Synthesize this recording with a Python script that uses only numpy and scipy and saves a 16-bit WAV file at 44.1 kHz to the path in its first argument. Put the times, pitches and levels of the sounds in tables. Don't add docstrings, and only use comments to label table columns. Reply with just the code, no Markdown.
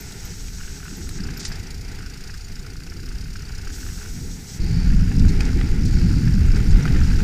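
import sys
import numpy as np
from scipy import signal
from scipy.fft import rfft, irfft
from scipy.io import wavfile
from scipy.ndimage import uniform_filter1d

SR = 44100
rng = np.random.default_rng(int(sys.argv[2]) if len(sys.argv) > 2 else 0)


def generate_wav(sig):
    pcm = np.round(np.clip(np.atleast_2d(sig).T, -1, 1) * 32767).astype(np.int16)
    wavfile.write(sys.argv[1], SR, pcm)


def gain_from_decibels(decibels):
    exponent = np.asarray(decibels, float) / 20
    return 10 ** exponent


N = 318843
T = np.arange(N) / SR


def level(x, db=0):
    return x * gain_from_decibels(db) / np.sqrt(np.mean(x ** 2))


def curves(spells):
    s, *columns = np.vstack(spells).T
    return [np.interp(T, s, column) for column in columns]


def colour(x, points, modes=()):
    size = 8192
    f = np.arange(size // 2 + 1) * SR / size + 1
    hz, db = np.transpose(points)
    db = np.interp(np.log(f), np.log(hz), db)
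    for centre, width, lift_db in modes:
        db = db + lift_db / (1 + (2 * (f - centre) / width) ** 2)
    cepstrum = irfft(np.log(gain_from_decibels(db)))
    cepstrum[1:size // 2] *= 2
    cepstrum[size // 2 + 1:] = 0
    impulse = irfft(np.exp(rfft(cepstrum)))
    return level(signal.fftconvolve(x, impulse[None], axes=1)[:, :N])


# (frequency [Hz], difference against the sum [dB])
CHANNEL_DIFFERENCE = [(40, -42.5), (120, -37), (350, -28), (1000, -30.5), (2500, -27), (5000, -24.5),
                      (11600, -20), (11800, -0.5)]


def hiss():
    mid, side = rfft(rng.standard_normal((2, N)))
    hz, db = np.transpose(CHANNEL_DIFFERENCE)
    f = np.arange(len(mid)) * SR / N + 1
    share = gain_from_decibels(np.interp(np.log(f), np.log(hz), db))
    opposed = share * side * np.array([[1], [-1]])
    return irfft((mid + opposed) / np.sqrt(1 + share ** 2), N)


def walk(rate):
    hold = int(SR / rate)
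    steps = np.repeat(rng.standard_normal(N // hold + 1), hold)
    return 1.28 * uniform_filter1d(uniform_filter1d(steps, hold), hold)[:N]


def strikes(times, sizes, rise_s, t60_s):
    spikes = np.bincount(np.clip((times * SR).astype(int), 0, N - 1), sizes, N)
    t = np.arange(4096) / SR
    blow = (1 - np.exp(-t / rise_s)) * 1000. ** (-t / t60_s)
    return signal.fftconvolve(spikes, blow)[:N]


def add(out, s, sound):
    i = int(s * SR)
    out[..., i:i + sound.shape[-1]] += sound[..., :N - i]


def band(x, hz, width):
    b, a = signal.iirpeak(hz, hz / width, SR)
    return signal.lfilter(b, a, signal.lfilter(b, a, x))


# (time [s], buffet level [dB], flutter level [dB], whoosh level [dB])
WIND_LEVELS = [
    [(0.0, -36.5, -41, -52), (0.3, -36, -42, -57.5), (0.72, -32, -41.5, -52), (0.8, -39, -44, -50.5),
     (1.1, -32, -39.5, -48.5), (1.25, -28, -34, -44.5), (1.4, -34, -40, -46), (1.75, -33, -42, -52),
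     (2.4, -36.5, -43, -52.5), (3.0, -33, -42, -45.5), (3.4, -33, -40.5, -51), (3.8, -30, -42.5, -50.5),
     (4.05, -35.5, -41, -54), (4.27, -29, -35.5, -49), (4.46, -42, -43, -51), (4.59, -38, -39, -52)],
    [(4.6, -19, -24.5, -41), (4.63, -18, -24.5, -40), (4.77, -23.5, -23.5, -43.5),
     (4.93, -13.5, -23.5, -38), (5.12, -24, -22, -41.5), (5.26, -13, -18, -32), (5.42, -22, -27.5, -37.5),
     (5.92, -17, -23, -38.5), (6.3, -19, -20, -36.5), (6.47, -14, -23, -37.5), (6.62, -18.5, -22, -39),
     (6.76, -11, -20, -38), (6.84, -23.5, -22, -33.5), (6.95, -14, -23.5, -35.5), (7.23, -19, -26, -35.5)],
]
# (frequency [Hz], relative density [dB per Hz])
BUFFET_SPECTRUM = [(5.9, -39.5), (10, -1), (37, 1.5), (100, -8.5), (130, -42), (220, -120)]
FLUTTER_SPECTRUM = [(47, -27), (80, -2.5), (176, -2), (290, -17.5), (380, -48), (640, -120)]
WHOOSH_SPECTRUM = [(150, -25), (250, 2.5), (361, -5), (451, -13), (505, -15), (540, -38.5), (700, -51.5),
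                   (1190, -120)]


def wind():
    puff_db, puffs_per_s = 1, 9.
    buffet_db, flutter_db, whoosh_db = curves(WIND_LEVELS)
    buffet = colour(gain_from_decibels(puff_db * walk(puffs_per_s)) * hiss(), BUFFET_SPECTRUM)
    flutter = colour(gain_from_decibels(1.3 * walk(30) + 0.76 * walk(puffs_per_s)) * hiss(), FLUTTER_SPECTRUM)
    whoosh = colour(gain_from_decibels(1.0 * walk(40) + 3.1 * walk(puffs_per_s)) * hiss(), WHOOSH_SPECTRUM)
    return gain_from_decibels(buffet_db) * buffet + gain_from_decibels(flutter_db) * flutter + gain_from_decibels(whoosh_db) * whoosh


# (time [s], level [dB])
ROAR_LEVELS = [(0.0, -47.5), (0.92, -52), (1.5, -46), (1.77, -51.5), (2.16, -51), (2.91, -55), (3.96, -50),
               (4.58, -49.5), (4.6, -47.5), (5.5, -42), (5.88, -45), (7.23, -40.5)]
# (frequency [Hz], relative density [dB per Hz])
ROAR_SPECTRUM = [(240, -26.5), (400, 0.5), (499, -10.5), (555, -22), (635, -14.5), (856, -10),
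                 (1100, -22.5), (1450, -9), (1590, -12), (2120, -9.5), (3460, -22.5), (4000, -19.5),
                 (5200, -48), (8800, -120)]


def tyre_roar():
    roar_db, = curves([ROAR_LEVELS])
    return gain_from_decibels(roar_db) * colour(gain_from_decibels(1.93 * walk(25)) * hiss(), ROAR_SPECTRUM)


# (time [s], gain on the pops [dB])
STONE_LEVELS = [(0.0, -58), (0.52, -53), (0.58, -45.5), (1.08, -51), (1.29, -43.5), (1.53, -50), (1.9, -58),
                (2.0, -44), (2.45, -53.5), (2.75, -54), (3.1, -50.5), (3.3, -48.5), (3.8, -49.5),
                (4.0, -45), (4.5, -80), (4.89, -42.5), (5.7, -50), (6.14, -45.5), (7.23, -40)]


def loose_stones():
    flurry_db, flurries_per_s = 1.5, 14.
    scatter_db, scatter_rise_s, scatter_t60_s = -18, .004, .12
    chance = rng.standard_normal((1600, 2))
    times = np.linspace(0, N / SR, len(chance)) + 0.00995 * chance[:, 0]
    grit = strikes(times, gain_from_decibels(3.2 * chance[:, 1]), .0006, .016)
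    low_pops = level(band(grit * hiss(), 1510.0, 516.0), -5)
    high_pops = level(band(grit * hiss(), 2630.0, 670.0), -11.5)
    knock_s, knock_db, _ = np.transpose(FRAME_KNOCKS)
    thrown = strikes(knock_s, gain_from_decibels(knock_db + scatter_db), scatter_rise_s, scatter_t60_s)
    loose = gain_from_decibels(curves([STONE_LEVELS])[0] + flurry_db * walk(flurries_per_s))
    return np.hypot(loose, thrown) * (low_pops + high_pops)


# (time [s], ratchet teeth passed [count])
SLOW_COAST = [(1.2019, 1), (1.4028, 7), (1.7434, 16), (1.9503, 22), (2.1724, 28), (2.3709, 34), (2.699, 43),
              (2.9986, 52), (3.4517, 67), (3.6472, 73), (3.7266, 76)]
FAST_COAST = [(4.5987, 77), (4.7572, 87), (5.1944, 117), (5.6121, 147), (6.0556, 177), (7.24, 262)]


def ratchet():
    times, coasting = [], np.zeros(N)
    for spell in SLOW_COAST, FAST_COAST:
        s, teeth = np.transpose(spell)
        times.append(np.interp(np.arange(teeth[0], teeth[-1] + 1), teeth, s))
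        coasting[(T > s[0] - .012) & (T < s[-1] - .01)] = 1
    return np.concatenate(times), uniform_filter1d(coasting, 600)


def pawl_ticks(times, scatter_db, t60_s, steady):
    spread_s, rise_s = .0025, .002
    chance = rng.standard_normal((len(times), 3, 2))
    when = times[:, None] + spread_s * chance[..., 0]
    sizes = gain_from_decibels(scatter_db * chance[..., 1])
    drops = strikes(when.ravel(), sizes.ravel(), rise_s, t60_s) + steady
    return drops / np.sqrt(uniform_filter1d(drops ** 2, 10000))


# (frequency [Hz], width [Hz], relative level [dB])
HUB_RINGS = [(4680, 290, 3), (5150, 770, 5.5), (5780, 560, -0.5), (6830, 110, -1.5), (7980, 33, -13)]
# (frequency [Hz], relative density [dB per Hz])
HUB_SPECTRUM = [(1940, -36.5), (3300, -10), (4280, -2), (4780, -0.5), (5600, -2), (6770, -4.5),
                (7230, -5.5), (10000, -18.5), (13000, -49), (22000, -120)]


def freehub(times, drops):
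    rings = 0
    for hz, width, db in HUB_RINGS:
        ticks = pawl_ticks(times, 6.5, .026, .2)
        rings = rings + level(band(ticks * hiss(), hz, width), db)
    hub = colour(drops * hiss(), HUB_SPECTRUM) + level(rings, 0.2)
    shell = level(band(drops * hiss(), 2300., 1260.0), -12.5)
    return gain_from_decibels(-4.5) * hub + shell


# (frequency [Hz], relative density [dB per Hz])
CHAIN_SPECTRUM = [(1940, -20), (3300, -3), (4780, 4), (5650, 7), (6620, -0.5), (7930, 2.5), (10000, -29),
                  (13000, -37), (22000, -120)]
# (frequency [Hz], width [Hz], lift over the spectrum [dB])
CHAIN_RINGS = [(5500, 55, 1.4), (5860, 140, 4.5), (6630, 360, 9.5), (6420, 60, 1.4), (7870, 280, 2.7),
               (13000, 490, 3.1)]


def chain():
    return colour(gain_from_decibels(1.57 * walk(60)) * hiss(), CHAIN_SPECTRUM, CHAIN_RINGS)


# (time [s], drivetrain gain [dB], finest treble level [dB])
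DRIVE_LEVELS = [(0.0, -46, -55), (0.28, -45, -54.5), (1.12, -45, -55.5), (1.19, -46, -59.5),
                (1.49, -43.5, -58), (1.75, -47.5, -58.5), (2.38, -46, -59), (2.7, -49, -59.5),
                (3.7, -46, -58), (3.75, -43.5, -51), (4.42, -47, -55), (4.57, -44.5, -53),
                (4.6, -46, -59.5), (5.3, -44.5, -56.5), (5.81, -45, -58.5), (6.03, -43, -57),
                (6.5, -44.5, -56), (7.23, -41.5, -55)]
# (frequency [Hz], relative density [dB per Hz])
SHEEN_SPECTRUM = [(6000, -14.5), (9000, 4), (11000, -2.5), (13000, 4), (15400, -1), (16000, -59)]


def drivetrain():
    drive_db, sheen_db = curves([DRIVE_LEVELS])
    times, coasting = ratchet()
    drops = pawl_ticks(times, 4.0, .03, 1.)
    sheen = colour((coasting * drops + 1 - coasting) * hiss(), SHEEN_SPECTRUM)
    gears = coasting * freehub(times, drops) + (1 - coasting) * chain()
    return gain_from_decibels(drive_db) * gears + gain_from_decibels(sheen_db) * sheen


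# (time [s], level [dB], ring pitch [Hz])
FRAME_KNOCKS = [(0.4828, -32, 2420), (0.853, -30, 1560), (1.09, -32.5, 1760), (1.1985, -29.5, 1610),
                (1.251, -29, 1470), (1.2684, -38, 1500), (1.287, -27.5, 1480), (1.4524, -25, 1940),
                (1.5161, -23.5, 1700), (2.665, -29.5, 1460), (2.756, -34, 1420), (2.835, -43, 1390),
                (2.866, -32, 1460), (2.92, -30, 1410), (2.964, -35, 1390), (3.505, -32, 1570),
                (4.9247, -29, 1850), (5.116, -30, 1760), (5.249, -25, 1560), (5.4058, -14.5, 2510),
                (5.53, -26, 1470), (5.6118, -18, 1980), (6.2752, -26, 1630), (6.5368, -25, 1480),
                (6.566, -24, 1540), (6.8538, -14, 1400), (6.962, -21.5, 1770)]


def knocks():
    thud_db, thud_hz, rise_s, t60_s = -12, 750., .0009, .014
    crack_db, crack_width = -5, .9
    out, t, noise = np.zeros((2, N)), np.arange(4096) / SR, hiss()
    envelope = (1 - np.exp(-t / rise_s)) * 1000. 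** (-t / t60_s)
    thud = gain_from_decibels(thud_db) * np.sin(2 * np.pi * thud_hz * t)
    for s, db, hz in FRAME_KNOCKS:
        burst = noise[:, int(s * SR):][:, :len(t)]
        crack = level(band(burst, hz, crack_width * hz), crack_db)
        ring = np.sin(2 * np.pi * hz * t)
        add(out, s, gain_from_decibels(db) * envelope * (ring + crack + thud))
    return out


# (time [s], rattle level [dB], bright snap against the rattle [dB], decay time constant [s])
CABLE_SLAPS = [(0.121, -35, 2, 0.0069), (1.091, -33, 4, 0.0049), (1.394, -32, -19.5, 0.018),
               (1.427, -37, -22, 0.008), (1.448, -26, -20, 0.015), (1.52, -42, -14, 0.016),
               (1.705, -36, -1, 0.0069), (5.194, -31, -12, 0.0041), (5.283, -32.5, -25, 0.0066),
               (5.29, -38, -21, 0.008), (5.405, -27, -1, 0.0044), (5.451, -32.5, -14, 0.0061),
               (5.597, -43, -20, 0.0032), (5.853, -34, 7, 0.013), (6.556, -36, -18, 0.015),
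               (6.706, -34, -18, 0.012), (6.831, -39, 6, 0.008), (7.042, -39, -23, 0.011)]


def slaps():
    rise_share = 0.21
    out, t, noise = np.zeros((2, N)), np.arange(4096) / SR, hiss()
    rattle, bright = colour(noise, HUB_SPECTRUM), band(noise, 8200.0, 7500.0)
    for s, db, bright_db, length in CABLE_SLAPS:
        at = slice(int(s * SR), int(s * SR) + len(t))
        decay_s = max(length, .001)
        envelope = (1 - np.exp(-t / (rise_share * decay_s))) * np.exp(-t / decay_s)
        add(out, s, gain_from_decibels(db) * rattle[:, at] * envelope)
        add(out, s, gain_from_decibels(db + bright_db) * bright[:, at] * np.exp(-t / 0.0015))
    return out


# (time [s], level before the envelope [dB], pitch [Hz])
BRAKE_CHIRPS = [(0.0044, -41, 13400), (0.2478, -42.5, 13300), (0.8365, -47.5, 13000), (0.9662, -45, 13100),
                (1.3708, -39.5, 13100), (1.4765, -42.5, 13300), (1.5844, -54, 13000), (1.708, -56, 13000)]


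def chirps():
    rise_s, t60_s = 0.0013, 0.094
    out, t, noise = np.zeros((2, N)), np.arange(4096) / SR, hiss()
    envelope = (1 - np.exp(-t / rise_s)) * 1000. ** (-t / t60_s)
    for s, db, hz in BRAKE_CHIRPS:
        rub = band(noise[:, int(s * SR):][:, :len(t)], hz, 260.)
        add(out, s, level(rub, db) * envelope)
    return out


# (start [s], end [s], level [dB])
DRAG_SPELLS = [(4.608, 4.904, -48.5), (5.898, 6.207, -50.5)]


def drag():
    fade_s = 0.019
    press = np.zeros(N)
    for start, end, db in DRAG_SPELLS:
        fade = np.exp(-np.clip(T - end, 0, None) / fade_s)
        press += gain_from_decibels(db) * (T > start) * fade
    return press * level(band(hiss(), 4600.0, 660.0))


def scene():
    ground = tyre_roar() + loose_stones()
    hits = knocks() + slaps() + chirps()
    return wind() + ground + drivetrain() + hits + drag()


def band_limit(x):
    return signal.sosfilt(signal.butter(12, 15700, fs=SR, output="sos"), x)


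def record(dry):
    rounded = np.tanh(1.36 * dry) / 1.045
    treble_cut = signal.ellip(10, .2, 70, 15400, fs=SR, output="sos")
    mix = signal.sosfilt(treble_cut, rounded)
    return band_limit(mix)


dry = scene()
out = record(dry)
generate_wav(out)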